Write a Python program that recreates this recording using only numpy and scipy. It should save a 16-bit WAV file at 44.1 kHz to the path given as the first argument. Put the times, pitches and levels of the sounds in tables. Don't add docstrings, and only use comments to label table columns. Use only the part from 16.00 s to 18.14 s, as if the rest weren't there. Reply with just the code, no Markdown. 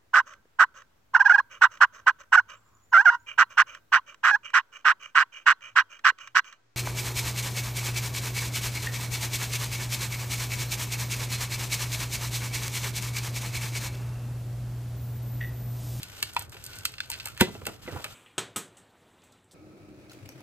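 import sys
import numpy as np
from scipy import signal
from scipy.fft import rfft, irfft, next_fast_len
from scipy.io import wavfile
from scipy.ndimage import uniform_filter1d, map_coordinates

SR = 44100
rng = np.random.default_rng(int(sys.argv[2]) if len(sys.argv) > 2 else 0)


def ratio_of_db(decibels):
    return 10 ** (np.asarray(decibels, float) / 20)


def generate_wav(sig):
    pcm = np.round(np.clip(np.atleast_2d(sig).T, -1, 1) * 32767).astype(np.int16)
    wavfile.write(sys.argv[1], SR, pcm)


N = 94506
SECONDS = np.arange(N) / SR
T = np.arange(SR // 4) / SR
POP_S = 1.4105


def unit(x):
    return x / np.sqrt(np.mean(x ** 2) + 1e-20)


def along(points, hz):
    f, v = np.transpose(points)
    return np.interp(np.log(hz + 1), np.log(f + 1), v)


def filtered(x, response):
    m = next_fast_len(N + 8192)
    return irfft(rfft(x, m) * response(np.fft.rfftfreq(m, 1 / SR)), m)[..., :N]


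def noise(tone, channels=1):
    white = rng.standard_normal((channels, N))
    return unit(filtered(white, lambda hz: ratio_of_db(along(tone, hz))))


def wobble(rate_hz):
    knots = rng.standard_normal(int(N * rate_hz / SR) + 4)
    return map_coordinates(knots, [SECONDS * rate_hz])


def add(out, start_s, x):
    part = out[round(start_s * SR):][:len(x)]
    part += x[:len(part)]


def fade(t, t60_s, attack_s):
    return ratio_of_db(-60 * t / t60_s) * (1 - np.exp(-t / attack_s))


def bursts(table, width_oct, attack_s, lead_db):
    out = np.zeros(N)
    t = T[:4096] - .005
    f = np.fft.rfftfreq(4096, 1 / SR)
    for start_s, db, hz, t60_s in table:
        band = (f < 15500) / (1 + (np.log2((f + 1) / hz) / width_oct) ** 4)
        lead_in = ratio_of_db(lead_db - 60 * abs(t) / 0.012)
        shape = fade(np.maximum(t, 0), t60_s, attack_s) + lead_in
        z = rfft(shape * rng.standard_normal(len(t)))
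        burst = irfft(z * band / uniform_filter1d(abs(z), size=70))
        level = ratio_of_db(db - 1.5) * np.linalg.norm(shape) / np.linalg.norm(burst)
        add(out, start_s + t[0], level * burst)
    return out


# (frequency [Hz], correlation [0-1])
LIKENESS = [(60, .85), (300, .5), (3000, .5), (6000, .7), (7500, 1), (16000, 1)]


def spread(pair):
    def mid_side(hz):
        turn = np.arccos(along(LIKENESS, hz)) / 2
        return np.array([np.cos(turn), np.sin(turn)])

    mid, side = filtered(pair, mid_side)
    return np.array([mid + side, mid - side])


# (frequency [Hz], level [dB])
HUM_TONE = [(12, -49), (25, -16), (55, -4), (109, 5), (188, -13.5), (374, -14), (659, -18), (1510, -21),
            (2500, -38), (5500, -120)]


def hum():
    return ratio_of_db(-51.5 + 1.5 * wobble(8)) * spread(noise(HUM_TONE, channels=2))


# (frequency [Hz], t60 [s])
ROOM_T60 = [(200, 0.42), (1500, 0.2), (5000, 0.2), (14000, 0.1)]


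def room(x):
    tail_db, desk_s, desk_db = -11, 0.0071, -13
    hz, t, z = signal.stft(rng.standard_normal((2, SR // 2)), SR, nperseg=256)
    decay = ratio_of_db(-60 * t / along(ROOM_T60, hz)[:, None])
    tail = signal.istft(z * decay, SR, nperseg=256)[1]
    tail = tail / np.linalg.norm(tail[0])
    late = np.pad(x, (150, 0))[None]
    wet = signal.fftconvolve(late, tail, axes=1)[:, :N]
    return ratio_of_db(tail_db) * spread(wet) + ratio_of_db(desk_db) * np.roll(x, round(desk_s * SR))


# (time [s], level [dB])
SWING_LEVEL = [(1.4, -82), (1.416, -17.5), (1.448, -43.5), (1.52, -52), (1.65, -49), (1.69, -46.5),
               (1.8, -63), (1.97, -41), (2.05, -71)]
# (frequency [Hz], level [dB])
SWING_TONE = [(35, -34), (80, -3), (130, -3.5), (300, -13), (700, -42)]


def swing():
    level_db = np.interp(SECONDS, *np.transpose(SWING_LEVEL), left=-120) + 3 * wobble(30)
    return ratio_of_db(level_db + [[-2.5], [2.5]]) * spread(noise(SWING_TONE, channels=2))


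# (time [s], level [dB])
RUB_LEVEL = [(0, -52.5), (.2, -50.5), (.43, -52.5), (.47, -63), (.51, -70), (.53, -53.5), (.9, -49),
             (.97, -55), (1.17, -51), (1.31, -51), (1.35, -55.5), (1.52, -52), (1.59, -56), (1.728, -52.5),
             (1.779, -61.5), (1.86, -51), (2.03, -49.5), (2.14, -51)]
# (frequency [Hz], level [dB])
RUB_TONE = [(500, 1.5), (1400, 0.5), (3000, 2), (6000, -1), (9000, -5.5), (13500, -5.5), (14600, -16),
            (15200, -40)]


def rub():
    whir_hz, whir_low_hz, sag_s = 1485, 1360, 1.25
    whir_width_hz, whir_db = 81, -8.5
    centres_hz = np.array([[whir_hz], [whir_low_hz]])
    white = rng.standard_normal((1, N))
    high, low = filtered(white, lambda hz: 1 / (1 + ((hz - centres_hz) / whir_width_hz) ** 2))
    whir = unit(np.where(SECONDS < sag_s, high, low))
    hiss = ratio_of_db(2.2 * wobble(25) + 2.5 * wobble(200)) * spread(noise(RUB_TONE, channels=2))
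    level_db = np.interp(SECONDS, *np.transpose(RUB_LEVEL))
    return ratio_of_db(level_db) * (hiss + ratio_of_db(whir_db + 2.9 * wobble(7.76)) * whir)


# (time [s], peak level [dB], centre [Hz], t60 [s])
KNOCKS = [(.548, -38.5, 500, 0.048), (1.26, -38, 950, 0.067), (1.412, -16, 257, 0.073),
          (1.48, -30, 148, 0.092), (1.55, -32.5, 450, 0.054), (1.615, -34, 550, 0.048),
          (.228, -37.5, 400, 0.043), (1.47, -35, 650, 0.097), (1.668, -25, 520, 0.045),
          (1.682, -30.5, 300, 0.067), (1.693, -33.5, 800, 0.039), (1.945, -31, 250, 0.058),
          (2.046, -36.5, 500, 0.082), (1.877, -25.5, 380, 0.062), (1.92, -34, 450, 0.082),
          (1.962, -31, 750, 0.072), (1.997, -34, 600, 0.064)]


def knocks():
    return bursts(KNOCKS, width_oct=1.0, attack_s=0.0029, lead_db=-19)


# (frequency [Hz], level [dB], t60 [s], unsteadiness [rad])
TUBE_MODES = [(120, -5.5, 0.075, .3), (195, -0.5, 0.095, .2), (365.5, 3, 0.098, 0.23),
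              (413.6, 0, 0.095, 0.34), (503, -7, 0.092, 0.37), (761, -9, 0.086, 0.49),
              (940, 2.5, 0.057, 0.54), (2004, -16, .2, .25), (2012, -18, .22, .25)]


def tube():
    pop_db = -14.5
    out = np.zeros(N)
    for hz, db, t60_s, unsteady_rad in TUBE_MODES:
        phase = 2 * np.pi * hz * T + unsteady_rad * wobble(108)[:len(T)]
        add(out, POP_S, ratio_of_db(pop_db + db) * fade(T, t60_s, 0.0016) * np.sin(phase))
    return out


# (frequency [Hz], level [dB])
SKIN_TONE = [(500, -7), (1800, 6), (4000, -1.5), (15000, -11)]


def swell():
    swell_s, swell_db = 0.0053, -19.5
    out = np.zeros(N)
    rise = ratio_of_db(swell_db - 8.7 * T[::-1] / swell_s)
    add(out, POP_S - T[-1], rise * noise(SKIN_TONE)[0, :len(T)])
    return out


# (time [s], peak level [dB], centre [Hz], t60 [s])
CRACK = [
    (1.408, -15, 1980, 0.026),
    (1.4105, -10, 2730, 0.021),
    (1.418, -25, 2200, 0.11),
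    (1.418, -34, 8000, 0.091),
]


def crack():
    return bursts(CRACK, width_oct=1.1, attack_s=.0006, lead_db=-20)


# (time [s], peak level [dB], pitch [Hz], ring length [s])
PLUCKS = [(.365, -15.5, 985, 0.0043), (0.8536, -19, 1400, 0.0018), (.8535, -27, 3400, .002),
          (.228, -22, 2750, .0015), (.228, -26, 1150, .0015), (1.4095, -17, 2900, .0025),
          (.982, -38, 2500, .003), (1.1, -38, 970, .012), (1.005, -18.5, 1600, 0.0017),
          (1.4093, -11.5, 1552, 0.0036), (0.371, -27.5, 900, 0.0044), (0.387, -39, 830, .004),
          (0.393, -37.5, 1020, 0.0046), (0.42, -40, 795, 0.0036), (1.263, -38.5, 922, 0.0046),
          (1.271, -38, 1350, .003), (1.4163, -12, 231, 0.0045), (1.554, -33.5, 416, .006),
          (1.877, -38, 2110, .012), (1.878, -33.5, 373, 0.01), (0.365, -25.5, 2510, .003),
          (.8535, -25, 2650, .002), (1.004, -26.5, 3550, .002), (1.668, -34, 854, .006),
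          (1.961, -31, 853, 0.0039)]


def plucks():
    out = np.zeros(N)
    for start_s, db, hz, length_s in PLUCKS:
        shape = (1 - np.exp(-T / .0004)) * np.exp(-(T / length_s) ** 2 / 2)
        add(out, start_s, ratio_of_db(db) * shape * np.sin(2 * np.pi * hz * T * (1 - 3 * T)))
    return out


# (start [s], end [s], slip rate [1/s], level [dB], centre [Hz])
CREAKS = [
    (0.382, 0.417, 340, -47, 3000),
    (1.03, 1.048, 190, -37.5, 2770),
    (1.386, 1.39, 600, -51, 2520),
    (1.885, 2.001, 125, -36.5, 1150),
]


def creaks():
    slips = []
    for start_s, end_s, rate_hz, db, hz in CREAKS:
        for i, (late, size, colour) in enumerate(rng.standard_normal((20, 3))):
            slip_s = start_s + (i + .12 * late) / rate_hz
            if slip_s <= end_s:
                slips.append((slip_s, db + 2 * size, hz * 1.25 ** colour, .011))
    return bursts(slips, width_oct=1.1, attack_s=.0004, lead_db=-30)


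# (time [s], peak level [dB], centre [Hz], t60 [s])
SCUFFS = [(.031, -25.5, 4000, 0.014), (.228, -13.5, 2830, 0.0095), (.3655, -18.5, 2300, 0.018),
          (.394, -30, 3700, 0.0067), (.411, -33, 2420, 0.023), (.543, -39, 1960, 0.02),
          (1.862, -41, 1430, .03), (.524, -41, 1420, 0.019), (.568, -36.5, 1880, 0.017),
          (1.617, -41.5, 1600, 0.017), (1.685, -36, 1480, 0.026), (2.062, -39, 1490, .04),
          (.64, -47, 3940, 0.01), (.664, -33.5, 4000, 0.013), (.733, -37.5, 3640, 0.031),
          (.8535, -15, 3370, 0.017), (.939, -32.5, 2670, 0.014), (.982, -30, 2670, 0.02),
          (1.004, -21, 3080, 0.014), (1.1015, -24.5, 3500, 0.011), (1.1165, -23.5, 3720, 0.012),
          (1.1235, -28.5, 2460, 0.013), (1.13, -26, 3300, 0.0074), (1.1355, -26, 3540, .01),
          (1.1405, -26, 3020, .012), (1.146, -34.5, 2820, 0.009), (1.152, -34, 2570, 0.017),
          (1.199, -32, 3100, 0.058), (1.257, -28.5, 2750, 0.02), (1.272, -31, 2010, 0.02),
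          (1.285, -34.5, 2050, 0.016), (1.367, -39, 2500, .02), (1.376, -31.5, 1960, 0.015),
          (1.551, -40, 1780, 0.02), (1.654, -31, 2500, 0.017), (1.669, -19.5, 2100, 0.01),
          (1.877, -34.5, 1760, 0.02), (2.043, -24, 2240, 0.023), (2.124, -48, 3440, .013)]


def scuffs():
    return bursts(SCUFFS, width_oct=0.99, attack_s=0.00039, lead_db=-15.5)


# (time [s], peak level [dB], centre [Hz], t60 [s])
SNAPS = [(.031, -26, 8500, 0.013), (.163, -43, 8000, 0.0076), (.187, -42, 8400, .02),
         (.2274, -13, 7800, 0.0069), (.3355, -30.5, 8500, 0.0049), (.348, -32, 8000, .006),
         (.3652, -28, 8660, 0.0085), (.3935, -19.5, 12100, 0.006), (.4232, -28.5, 10000, 0.0057),
         (.4955, -36, 8000, 0.0061), (.52, -38, 8000, 0.0075), (.64, -29, 9200, 0.016),
         (.6525, -30.5, 9000, 0.0062), (.664, -28, 9100, 0.013), (.757, -34.5, 9000, 0.0095),
         (.787, -28, 7440, 0.0077), (.853, -12.5, 9050, 0.0079), (.92, -37, 9000, 0.0051),
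         (1.0035, -31, 8000, 0.0049), (1.101, -19, 9000, 0.013), (1.1165, -22.5, 11100, 0.0051),
         (1.257, -20, 9000, 0.0085), (1.272, -25, 9100, 0.0065), (1.285, -28.5, 10100, 0.0064),
         (1.376, -32.5, 9000, 0.007), (1.41, -7.5, 9000, 0.0095), (1.6535, -34, 8440, 0.011),
         (1.667, -18, 9200, 0.0092), (2.043, -24, 7800, 0.011)]


def snaps():
    return bursts(SNAPS, width_oct=1.0, attack_s=0.000077, lead_db=-16)


# (frequency [Hz], width [Hz], level [dB])
WALL_MODES = [(1350, 320, 3), (2620, 161, 2.5), (4450, 420, 0), (8246, 330, 1)]


def wall(x):
    def response(f):
        total = 1
        for hz, width_hz, db in WALL_MODES:
            damping = 1j * f * width_hz
            total = total + ratio_of_db(db) * damping / (hz * hz - f * f + damping)
        return total

    return ratio_of_db(-3) * filtered(x, response)


def scene():
    rough = wall(snaps() + scuffs() + creaks()) + knocks() + crack()
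    clear = plucks() + tube() + swell()
    direct = (rough + clear) * ratio_of_db([[-.4], [.4]])
    echo = room(rough + .2 * clear)
    return direct + echo + swing() + rub() + hum()


def roll_off(x):
    return signal.sosfilt(signal.butter(12, 16530, fs=SR, output="sos"), x)


# (frequency [Hz], level [dB])
MIC_TONE = [(2000, -1), (2800, 2.5), (5800, -0.5), (8200, -0.5), (10400, 1), (12500, 0)]
# (frequency [Hz], lead of left over right [rad])
PORT_LEAD = [(0, 0), (1000, -1.1), (1900, -.6), (2600, -2.1), (5600, -2.3), (8000, 0), (10500, np.pi),
             (16500, 3.4 * np.pi)]


def record(dry):
    ceiling = .9
    hz, lead_rad = np.transpose(PORT_LEAD)
    sides = np.array([[1], [-1]])

    def ports(f):
        return ratio_of_db(along(MIC_TONE, f)) * np.exp(.5j * np.interp(f, hz, lead_rad) * sides)

    x = filtered(dry, ports)
    x = x / (1 + abs(x / ceiling) ** 4) ** .25
    return roll_off(filtered(x, lambda f: f < 16550))


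dry = scene()
out = record(dry)
generate_wav(out)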